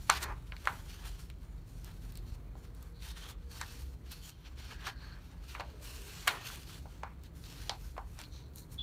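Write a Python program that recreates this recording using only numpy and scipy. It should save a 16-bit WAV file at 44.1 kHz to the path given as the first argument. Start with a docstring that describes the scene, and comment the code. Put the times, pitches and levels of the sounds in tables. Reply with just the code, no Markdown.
"""Thin pages of a large book crackle and hiss as hands lift, turn and smooth them on a desk in a small room.
Creases snap as noise bursts through a sheet resonance, with a room echo; skin and paper rub as coloured
grains; bent parts of the sheet sing in narrow bands. Behind: steady air noise, far traffic in two low room
modes, wavering hums, faint passing tones, and a bird that starts to chirp at the very end."""
import sys
import numpy as np
from scipy import signal
from scipy.fft import rfft, irfft, next_fast_len
from scipy.io import wavfile
from scipy.ndimage import map_coordinates

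SR = 44100
rng = np.random.default_rng(int(sys.argv[2]) if len(sys.argv) > 2 else 0)


def ratio_of_db(decibels):
    """Turn decibels (scalar or array-like) into linear amplitude factors; 0 dB maps to 1."""
    return 10 ** (np.asarray(decibels, float) / 20)


def wav_out(sig):
    """Save sig, one row per channel (or a flat mono array), as 16-bit PCM at SR to the path in sys.argv[1]."""
    wavfile.write(sys.argv[1], SR, np.round(np.clip(np.atleast_2d(sig).T, -1, 1) * 32767).astype(np.int16))


N = 388962

# Room air spectrum. Each row: frequency in Hz, relative density in dB.
AIR_SPECTRUM = [(53, -42), (90, 1.5), (142, -4), (215, -13), (280, -11), (574, -23), (991, -30.5),
                (3290, -43.5), (4270, -40), (4970, -50.5), (9160, -47.5), (10400, -45), (13000, -48.5),
                (15500, -41.5), (16500, -54)]
AIR_DB = -55
# Traffic level. Each row: time in seconds, lower mode in dB, upper mode in dB.
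TRAFFIC_LEVELS = [(0.0, -42, -60), (0.22, -51.5, -46), (0.32, -45, -53), (2.97, -47.5, -55.5),
                  (3.66, -50, -47), (6.71, -52, -54), (8.35, -50.5, -48.5), (8.4, -66, -51.5),
                  (8.82, -47, -45.5)]
# Two lowest room modes. Each row: frequency in Hz, width in Hz.
ROOM_MODES = [(46, 16), (66, 13.3)]
# Wavering hums. Each row: frequency in Hz, width in Hz, level in dB.
HUMS = [(119.8, 5.3, -61.5), (163.4, 22, -62.5), (247, 1.6, -76)]
# Faint passing tones. Each row: start in seconds, end in seconds, frequency in Hz, level in dB.
PASSING_TONES = [(2.2, 4.3, 475, -69), (2.6, 3.6, 533, -77), (7.4, 8.6, 452, -75), (8.0, 9.2, 966, -77)]
CHIRP_S, CHIRP_HZ, CHIRP_WIDTH_HZ, CHIRP_DB = 8.78, 3437, 174, -40
# Echo of room and desk. Each row: band in Hz, relative level in dB, 60 dB decay in seconds (see ECHO_MAX_T60_S).
ECHO_BANDS = [(390, -14.5, 0.3), (780, -1.5, 0.18), (1300, -4.5, 0.19), (2170, 7, 0.067), (3780, 4.5, 0.18),
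              (5610, -1, 0.12), (9900, -3, 0.22)]
ECHO_MAX_T60_S = 0.28

# Spectra of the three friction scales. Each row: frequency in Hz, relative density in dB.
FLUTTER_SPECTRUM = [(220, -18), (380, 0), (505, -6), (748, -1.5), (1130, -2.5), (1230, -2.5), (2500, -11),
                    (3250, -56), (5500, -120)]
RASP_SPECTRUM = [(880, -20.5), (1500, 5.5), (1900, -0.5), (2240, 0.5), (2550, 2.5), (2880, 1), (4290, -4.5),
                 (5000, -4), (5760, -5.5), (8000, -19), (10400, -46.5), (17600, -120)]
HISS_SPECTRUM = [(3240, -36.5), (5500, -12.5), (6830, -1), (7590, -6.5), (9820, -1), (10600, -1),
                 (11600, -4), (15100, -3.5), (16200, -19.5), (16500, -38.5)]
# Skin and paper slide over paper. Each row: start in seconds, hold in seconds, 20 dB fade in seconds,
# rasp level in dB, hiss re rasp in dB.
SLIDES = [(0.0, 0.064, 0.6, -64.5, 2.5), (.11, 0.066, 0.0347, -46, -7), (.225, 0.017, -0.02, -46.5, 1.5),
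          (.47, 0.017, 0.8, -69, -4.5), (.58, 0.086, 0.85, -64.5, 0), (.66, 0.039, 0.5, -64.5, 5),
          (.76, 0.0035, 0.12, -60, -0.5), (.89, 0.01, 0.35, -59.5, -3.5), (1.055, 0.0051, 0.22, -58, -1),
          (1.195, 0.009, 0.1, -60, 1.5), (1.4, .01, 0.8, -77, 1), (1.68, .12, 0.9, -72.5, 3.5),
          (1.846, 0.017, 0.22, -63, -2), (2.02, 0.087, -0.1, -68, 1), (2.179, 0.015, -0.3, -71, -2),
          (2.275, .005, 0.14, -70.5, 2), (2.345, 0.0087, 0, -67.5, 1.5), (2.58, .01, .15, -75, 3),
          (2.644, .005, 0.06, -65, -1.5), (2.755, 0.058, 0.34, -73.5, 3), (3.03, .085, .03, -55, -3),
          (3.17, .1, -0.04, -57.5, -5), (3.29, 0.019, 0.03, -56.5, 1.5), (3.38, .1, 1.5, -76, -4),
          (3.52, .23, 0.2, -59, -1.5), (3.8, 0.008, 0.25, -64.5, 2), (4.06, 0.039, 1, -67, -5),
          (4.121, 0.0057, 0.15, -57, -0.5), (4.24, 0.056, 0.03, -58.5, 2), (4.455, 0.028, -0.6, -62, -13),
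          (4.59, 0.13, .05, -56.5, -6.5), (4.715, 0.0076, .1, -56, -9.5), (4.81, 0.03, 0.16, -59.5, -8.5),
          (4.865, 0.031, 0.03, -49, -9), (5.0, .14, 0.24, -66, -7), (5.23, 0.074, 1.2, -72.5, -3),
          (5.44, .04, 0.8, -64, -4), (5.495, 0.031, 0.09, -56, -2.5), (5.83, 0.21, 0.75, -59.5, 2),
          (6.09, 0.14, 0.16, -56, -4.5), (6.29, 0.0033, 0.0766, -47, 1.5), (6.35, 0.07, 0.1, -56.5, -7.5),
          (6.455, 0.0055, 0.38, -52.5, -1.5), (6.7, 0.0064, .35, -60, -1), (7.244, 0.023, .04, -65, -3.5),
          (7.36, 0.086, -0.34, -69.5, 4.5), (7.46, 0.22, 0.03, -60.5, -1.5), (7.71, 0.11, .5, -66.5, 2.5),
          (8.07, 0.11, 0.5, -75, 5.5), (8.2, 0.0043, 0.08, -58.5, -5), (8.24, .006, 0, -66, -5),
          (8.338, .05, 0.1, -68, -6), (8.575, .02, 0.07, -66.5, 13.5), (8.72, .015, .06, -69.5, 8.5)]
# The loose sheet shakes and settles. Each row: start in seconds, hold in seconds, 20 dB fade in seconds,
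# flutter level in dB.
SHAKES = [(.14, .01, 0.25, -47.5), (0.23, 0.079, 0.0553, -43.5), (0.657, 0.072, 0.17, -51),
          (1.042, .01, 0.08, -54.5), (1.873, .03, 0.05, -63.5), (2.05, .03, -2.8, -66.5),
          (2.648, .01, 0, -62.5), (2.782, .06, 0.2, -69), (3.247, .055, 0.1, -59.5),
          (4.719, .01, -0.04, -52), (4.816, .04, -0.35, -56), (4.87, 0.03, 0, -49),
          (5.004, .19, -0.05, -62.5), (5.3, .03, 2.2, -68.5), (5.555, .04, 0.14, -54.5),
          (6.29, .01, 0.15, -39), (6.35, .05, 0.48, -67), (7.06, .01, .08, -54), (7.716, .005, 0.09, -52),
          (7.974, .01, .2, -62), (8.198, .005, -0.02, -57)]
RISE_S, MIN_FADE_S = 0.036, 0.01   # 20 dB rise of every contact; shorter or negative fades use the minimum
REST_FLUTTER_DB, REST_RASP_DB, REST_HISS_DB = -72, -83, -84   # hands resting on the book
SLIDE_FLUTTER_DB, SHAKE_RASP_DB, SHAKE_HISS_DB = -6, -20.5, -25.5   # re the motion that stirs them
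RING_HZ, RING_DB_PER_DB = 3900, 0.15   # rasp ring pitch where hiss equals flutter; pitch dB per dB of excess
# Bent part of the sheet sings. Each row: start in seconds, hold in seconds, 20 dB fade in seconds,
# level in dB, pitch in Hz.
EDGE_RINGS = [(2.26, .08, .04, -75.5, 4200), (0.894, 0.048, 0.45, -67, 3100), (2.96, .04, -1.1, -69, 4070),
              (3.028, 0.073, 0.14, -59.5, 3700), (3.185, 0.13, .04, -61.5, 3400),
              (3.625, 0.011, 0.02, -52, 1800), (4.1, 0.082, 0.2, -66, 4400), (4.23, .04, .1, -62, 3130),
              (4.604, 0.13, 0.2, -67, 4500), (4.72, .03, 0.2, -57, 1620), (4.87, 0.013, 0.09, -49, 1660),
              (4.983, 0.16, -0.06, -67, 4300), (5.034, 0.16, -0.4, -63.5, 1600),
              (5.5, 0.03, 0.2, -62, 2700), (5.6, 0.025, 0.4, -57, 580), (5.726, .015, 0.3, -58, 430),
              (5.848, .012, .04, -64.5, 450), (5.86, 0.064, 0.5, -62.5, 2800), (6.0, .02, 0.5, -61.5, 417),
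              (6.455, .025, -0.1, -54, 2670), (7.04, .015, -0.06, -61.5, 810),
              (7.255, 0.017, -0.2, -71, 3900), (7.446, 0.025, -0.3, -66, 3900), (7.7, .02, .07, -52, 800),
              (7.993, .015, 0.04, -52.5, 780), (8.24, 0.021, -0.03, -61, 4000),
              (8.332, 0.034, 0.14, -61.5, 3980), (8.333, 0.043, .1, -65, 5960),
              (8.578, 0.064, -0.4, -67, 4100), (8.72, .02, .04, -74, 4180)]
EDGE_WIDTH_SHARE = 0.18   # of the pitch
# Buckling snaps. Each row: time in seconds, nominal peak in dB, sheet ring in Hz, crack re ring in dB,
# length in ms.
SNAPS = [(0.096, -8, 1440, -32, 0.32), (0.0987, -4.5, 1340, -4.5, 1.25), (0.2281, -36, 1300, 7.5, 3),
         (0.5205, -33, 1410, -23, 2.06), (0.5657, -36, 2400, -12, 0.77), (0.6552, -34.5, 804, 3.5, 0.62),
         (0.6728, -9.5, 1300, -19.5, 1.07), (1.3003, -40, 2350, -4, 0.9), (1.8453, -41, 4050, 6.5, 0.32),
         (2.1216, -51, 4500, 4, 1.7), (2.154, -45, 4350, 1, 1.6), (2.1727, -45, 4350, 6, 1.7),
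         (2.5535, -38.5, 660, -19, 1.14), (2.749, -54.5, 3800, 7, 0.6), (2.8258, -57, 3800, 10, 2.6),
         (3.0224, -44, 4220, -8, 1.2), (3.6126, -27.5, 1300, -2.5, 2.3), (4.1168, -43, 4090, 5, 2.7),
         (4.461, -47, 3680, -13, 0.9), (4.563, -61, 1500, 0, 1.5), (4.583, -51, 1200, 0, 1.5),
         (4.71, -36.5, 1730, -11, 0.41), (4.8665, -32.5, 1190, -6, 5.7), (5.5493, -33, 1620, -22.5, 3.1),
         (5.5961, -31.5, 720, -8.5, 5.1), (5.605, -31, 1560, -13, 2.5), (5.627, -61, 3920, -10.5, .88),
         (5.7014, -52, 3800, -4, 1.3), (6.273, -22, 1500, -3, 1.85), (6.2758, -14, 1880, -5.5, 3.5),
         (6.5, -38, 1300, -17, 2.4), (6.546, -42, 2500, -3, 1.3), (6.557, -42, 2470, 0, 1.1),
         (6.6944, -42.5, 1470, -17, 1.3), (6.756, -47, 2000, -12, 1.1), (6.8552, -37.5, 780, -27, 1.8),
         (7.0324, -27, 1030, -15, 2.5), (7.2354, -56, 2510, 8.5, 2.1), (7.4394, -40.5, 3700, -16, 0.78),
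         (7.6942, -24, 910, 4.5, 1.56), (7.9656, -39, 1300, -21, 1.9), (7.9782, -26.5, 920, -19.5, 2.3),
         (8.1898, -37, 1490, 4, 0.58), (8.2002, -49, 1510, 7, 1.1), (8.2146, -37, 1430, 3.5, 0.62),
         (8.2245, -48, 1490, -8, 0.94), (8.2378, -40, 4160, -15, 0.9), (8.464, -65, 4000, 3.5, 1.5),
         (8.535, -60, 4000, 3, 1.5), (8.559, -44.5, 4240, 14, 0.35), (8.5827, -42, 4330, -19, 0.61),
         (8.743, -52, 3800, 8, 1.3)]
SNAP_ECHO_DB, ECHO_DB_PER_DOUBLING = -10.5, 3   # echo of a 1 ms snap; longer creases feed the room more
# Microphone housing resonances and notches. Each row: frequency in Hz, width in Hz, share added.
HOUSING = [(3100, 190, 0.19), (4330, 310, 0.65), (4960, 85, -0.55), (5660, 550, 0.15), (6710, 170, -0.79),
           (10420, 1600, -0.63)]


def rms_one(x):
    """Scale to unit power."""
    return x / np.sqrt(np.mean(x ** 2) + 1e-20)


def coloured(x, spectrum):
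    """Give a white signal a spectrum, interpolated over log frequency; rms 1."""
    hz, db = np.transpose(spectrum)
    size = next_fast_len(len(x))
    log_hz = np.log(np.arange(size // 2 + 1) * SR / size + 1)
    gain = ratio_of_db(np.interp(log_hz, np.log(hz), db, -120, -120))
    return rms_one(irfft(rfft(x, size) * gain, size)[:len(x)])


def resonate(x, hz, width_hz):
    """Two-pole resonance with about unit gain at its peak."""
    r = np.exp(-np.pi * width_hz / SR)
    poles = [1, -2 * r * np.cos(2 * np.pi * hz / SR), r * r]
    return signal.lfilter([(1 - r * r) / 2, 0, (r * r - 1) / 2], poles, x)


def resonate_twice(x, hz, width_hz):
    """Two equal resonances in series, for steeper skirts."""
    return resonate(resonate(x, hz, width_hz), hz, width_hz)


def swept(x, centre_hz, share):
    """Resonance whose centre moves, stepped every 256 samples; width a share of the centre; rms 1."""
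    out, state = np.empty(N), np.zeros(2)
    for i in range(0, N, 256):
        hz = centre_hz[i]
        r = np.exp(-np.pi * share * hz / SR)
        gain = np.sqrt(1 - r * r)
        poles = [1, -2 * r * np.cos(2 * np.pi * hz / SR), r * r]
        out[i:i + 256], state = signal.lfilter([gain, 0, -gain], poles, x[i:i + 256], zi=state)
    return rms_one(out)


def drift(rate_hz):
    """Smooth random curve of about unit spread through rate_hz knots a second."""
    knots = rng.standard_normal(2000)
    return map_coordinates(knots, [np.arange(N) * rate_hz / SR], order=3)


def narrow(hz, width_hz):
    """Narrow-band noise, its first second dropped while the filter settles; rms 1."""
    return rms_one(resonate_twice(rng.standard_normal(N + SR), hz, width_hz)[SR:])


def air():
    """Room air: coloured noise with a slow level drift."""
    return ratio_of_db(AIR_DB + 1.5 * drift(2.77)) * coloured(rng.standard_normal(N), AIR_SPECTRUM)


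def traffic():
    """Far traffic: noise in the two lowest room modes, each with its own level curve."""
    t, out = np.arange(N) / SR, np.zeros(N)
    s, *mode_levels = np.transpose(TRAFFIC_LEVELS)
    for db, (hz, width_hz) in zip(mode_levels, ROOM_MODES):
        out += ratio_of_db(np.interp(t, s, db)) * narrow(hz, width_hz)
    return out


def hums():
    """Noise bands so narrow that they sound as wavering hums."""
    return sum(ratio_of_db(db) * narrow(hz, width_hz) for hz, width_hz, db in HUMS)


def passing_tones():
    """Narrow noise bands that swell and fade under a root-sine arch."""
    t, out = np.arange(N) / SR, np.zeros(N)
    for start, end, hz, db in PASSING_TONES:
        swell = np.sqrt(np.sin(np.pi * np.clip((t - start) / (end - start), 0, .9999)))
        out += ratio_of_db(db + 1.5 * drift(5)) * swell * narrow(hz, 10)
    return out


def bird():
    """Start of a chirp: a whistle of narrow, uneven noise that swells in within 8.4 ms."""
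    t = np.arange(N) / SR - CHIRP_S
    whistle = narrow(CHIRP_HZ, CHIRP_WIDTH_HZ)
    return ratio_of_db(CHIRP_DB) * np.clip(t / 0.0084, 0, 1) * whistle / np.std(whistle[t > 0])


def echo(x):
    """Dense reflections that build in 2 ms and die band by band; unit-energy response."""
    t, answer = np.arange(SR // 2) / SR, 0
    for hz, db, t60_s in ECHO_BANDS:
        band = rms_one(resonate_twice(rng.standard_normal(len(t)), hz, .65 * hz))
        decay = ratio_of_db(db - 60 * t / min(t60_s, ECHO_MAX_T60_S))
        answer = answer + band * decay * np.minimum(t / .002, 1)
    return signal.fftconvolve(x, answer / np.sqrt(np.sum(answer ** 2)))[:N]


def grains(per_s, spread_db, smooth):
    """Fibres catch and let go: uneven ticks on top of a smooth friction noise."""
    sizes = ratio_of_db(spread_db * np.minimum(rng.exponential(1, N), 4)) * rng.choice([-1, 1], N)
    born = rng.random(N) < per_s / SR
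    return rms_one(sizes * born) + smooth * rng.standard_normal(N)


def contacts(s, hold_s, fade_s, db):
    """Summed power over time of contacts that rise, hold and fade, linearly in dB."""
    t, power = np.arange(0, N, 64) / SR, 0
    for start, hold, fade, level_db in zip(s, hold_s, fade_s, db):
        rise_db = 20 * np.maximum((start - t) / RISE_S, 0)
        fade_db = 20 * np.maximum(t - start - hold, 0) / max(fade, MIN_FADE_S)
        power = power + ratio_of_db(level_db - rise_db - fade_db) ** 2
    return np.interp(np.arange(N) / SR, t, power)


def friction_levels():
    """Flutter, rasp and hiss in dB, each stirred by slides, shakes and rest; rasp ring pitch in Hz."""
    *when, rasp_db, hiss_re_rasp_db = np.transpose(SLIDES)
    slide = contacts(*when, rasp_db)
    fine = contacts(*when, rasp_db + hiss_re_rasp_db)
    shake = contacts(*np.transpose(SHAKES))
    flutter_db = 10 * np.log10(shake + slide * ratio_of_db(SLIDE_FLUTTER_DB) ** 2 + ratio_of_db(REST_FLUTTER_DB) ** 2)
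    rasp_db = 10 * np.log10(slide + shake * ratio_of_db(SHAKE_RASP_DB) ** 2 + ratio_of_db(REST_RASP_DB) ** 2)
    hiss_db = 10 * np.log10(fine + shake * ratio_of_db(SHAKE_HISS_DB) ** 2 + ratio_of_db(REST_HISS_DB) ** 2)
    ring_hz = np.clip(RING_HZ * ratio_of_db(RING_DB_PER_DB * (hiss_db - flutter_db)), 2000, 7000)
    return flutter_db, rasp_db, hiss_db, ring_hz


def rubbing():
    """Three scales of friction, from the flapping sheet to the finest fibres, pulsing together."""
    flutter_db, rasp_db, hiss_db, ring_hz = friction_levels()
    jerk_db = 1.2 * drift(14) + 1.2 * drift(40) + .8 * drift(150)
    flutter = coloured(grains(1500, 2.3, 1.5), FLUTTER_SPECTRUM)
    fibres = grains(1500, 4.7, 2.0)
    rasp = coloured(fibres, RASP_SPECTRUM)
    # the gap under the sheet rings, higher as it closes
    rasp = rms_one(1.1 * rasp + swept(rasp, ring_hz, 0.69))
    hiss = coloured(fibres, HISS_SPECTRUM)
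    paper = ratio_of_db(flutter_db + jerk_db) * flutter
    paper = paper + ratio_of_db(rasp_db + jerk_db) * rasp
    paper = paper + ratio_of_db(hiss_db + jerk_db) * hiss
    # the bent sheet's many modes wax and wane as its shape changes
    out = .75 * paper
    for hz in np.geomspace(900, 12000, 30):
        out = out + .45 * ratio_of_db(4.5 * drift(12)) * resonate(paper, hz, .045 * hz)
    return out


def edge_rings():
    """Friction grains drive the resonance of a bent part of the sheet while it is rubbed or shaken."""
    fibres, out = grains(1500, 4.9, 0.91), np.zeros(N)
    for s, hold_s, fade_s, db, hz in EDGE_RINGS:
        span = slice(int((s - .2) * SR), int((s + .6) * SR))
        band = rms_one(resonate_twice(fibres[span], hz, EDGE_WIDTH_SHARE * hz))
        envelope = np.sqrt(contacts([s], [hold_s], [fade_s], [db]))
        out[span] += envelope[span] * band
    return out * ratio_of_db(2.1 * drift(35))


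def snaps():
    """A crease pops through: a burst that rings the sheet for a few cycles plus a brighter crack."""
    direct, to_room = np.zeros(N), np.zeros(N)
    t = np.arange(2000) / SR
    for s, db, hz, crack_db, ms in SNAPS:
        run = 1000 * t / ms
        shape = run * np.exp(-2 * run)   # longer creases swell before they die
        burst = rng.standard_normal(len(t)) * shape
        pair = np.stack([burst, t == 0])   # heard directly; single push that the room answers
        ring_low = signal.butter(2, 1.36 * hz, fs=SR, output="sos")
        crack_band = signal.butter(2, [1.7 * hz, min(6.5 * hz, 15500)], "band", fs=SR, output="sos")
        ring = signal.sosfilt(ring_low, resonate(pair, hz, 0.83 * hz))
        crack = signal.sosfilt(crack_band, pair)
        gain = ratio_of_db(db - 5) / rms_one(shape).max()
        echo_gain = gain * ratio_of_db(SNAP_ECHO_DB + ECHO_DB_PER_DOUBLING * np.log2(ms))
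        at = round(s * SR)
        span = slice(at, at + len(t))
        direct[span] += gain * (rms_one(ring[0]) + ratio_of_db(crack_db) * rms_one(crack[0]))
        to_room[span] += echo_gain * (rms_one(ring[1]) + 0.64 * ratio_of_db(crack_db) * rms_one(crack[1]))
    # thin paper radiates little bass
    return signal.sosfilt(signal.butter(2, 520, "high", fs=SR, output="sos"), direct + echo(to_room))


def scene():
    """All sources at one microphone."""
    background = air() + traffic() + hums() + passing_tones() + bird()
    return (background + rubbing() + edge_rings() + snaps())[None]


def roll_off(x):
    """The treble ends steeply here."""
    return signal.sosfilt(signal.butter(12, 16990, fs=SR, output="sos"), x)


def record(dry):
    """The housing colours the treble, lowest bass and very top are dropped, peaks are rounded."""
    for hz, width_hz, share in HOUSING:
        dry = dry + share * resonate(dry, hz, width_hz)
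    low_cut = signal.sosfilt(signal.butter(2, 28, "high", fs=SR, output="sos"), dry)
    top_cut = signal.sosfilt(signal.cheby2(10, 45, 16400, fs=SR, output="sos"), low_cut)
    mix = 0.67 * np.tanh(top_cut / 0.73)
    return roll_off(mix)


dry = scene()
out = record(dry)
wav_out(out)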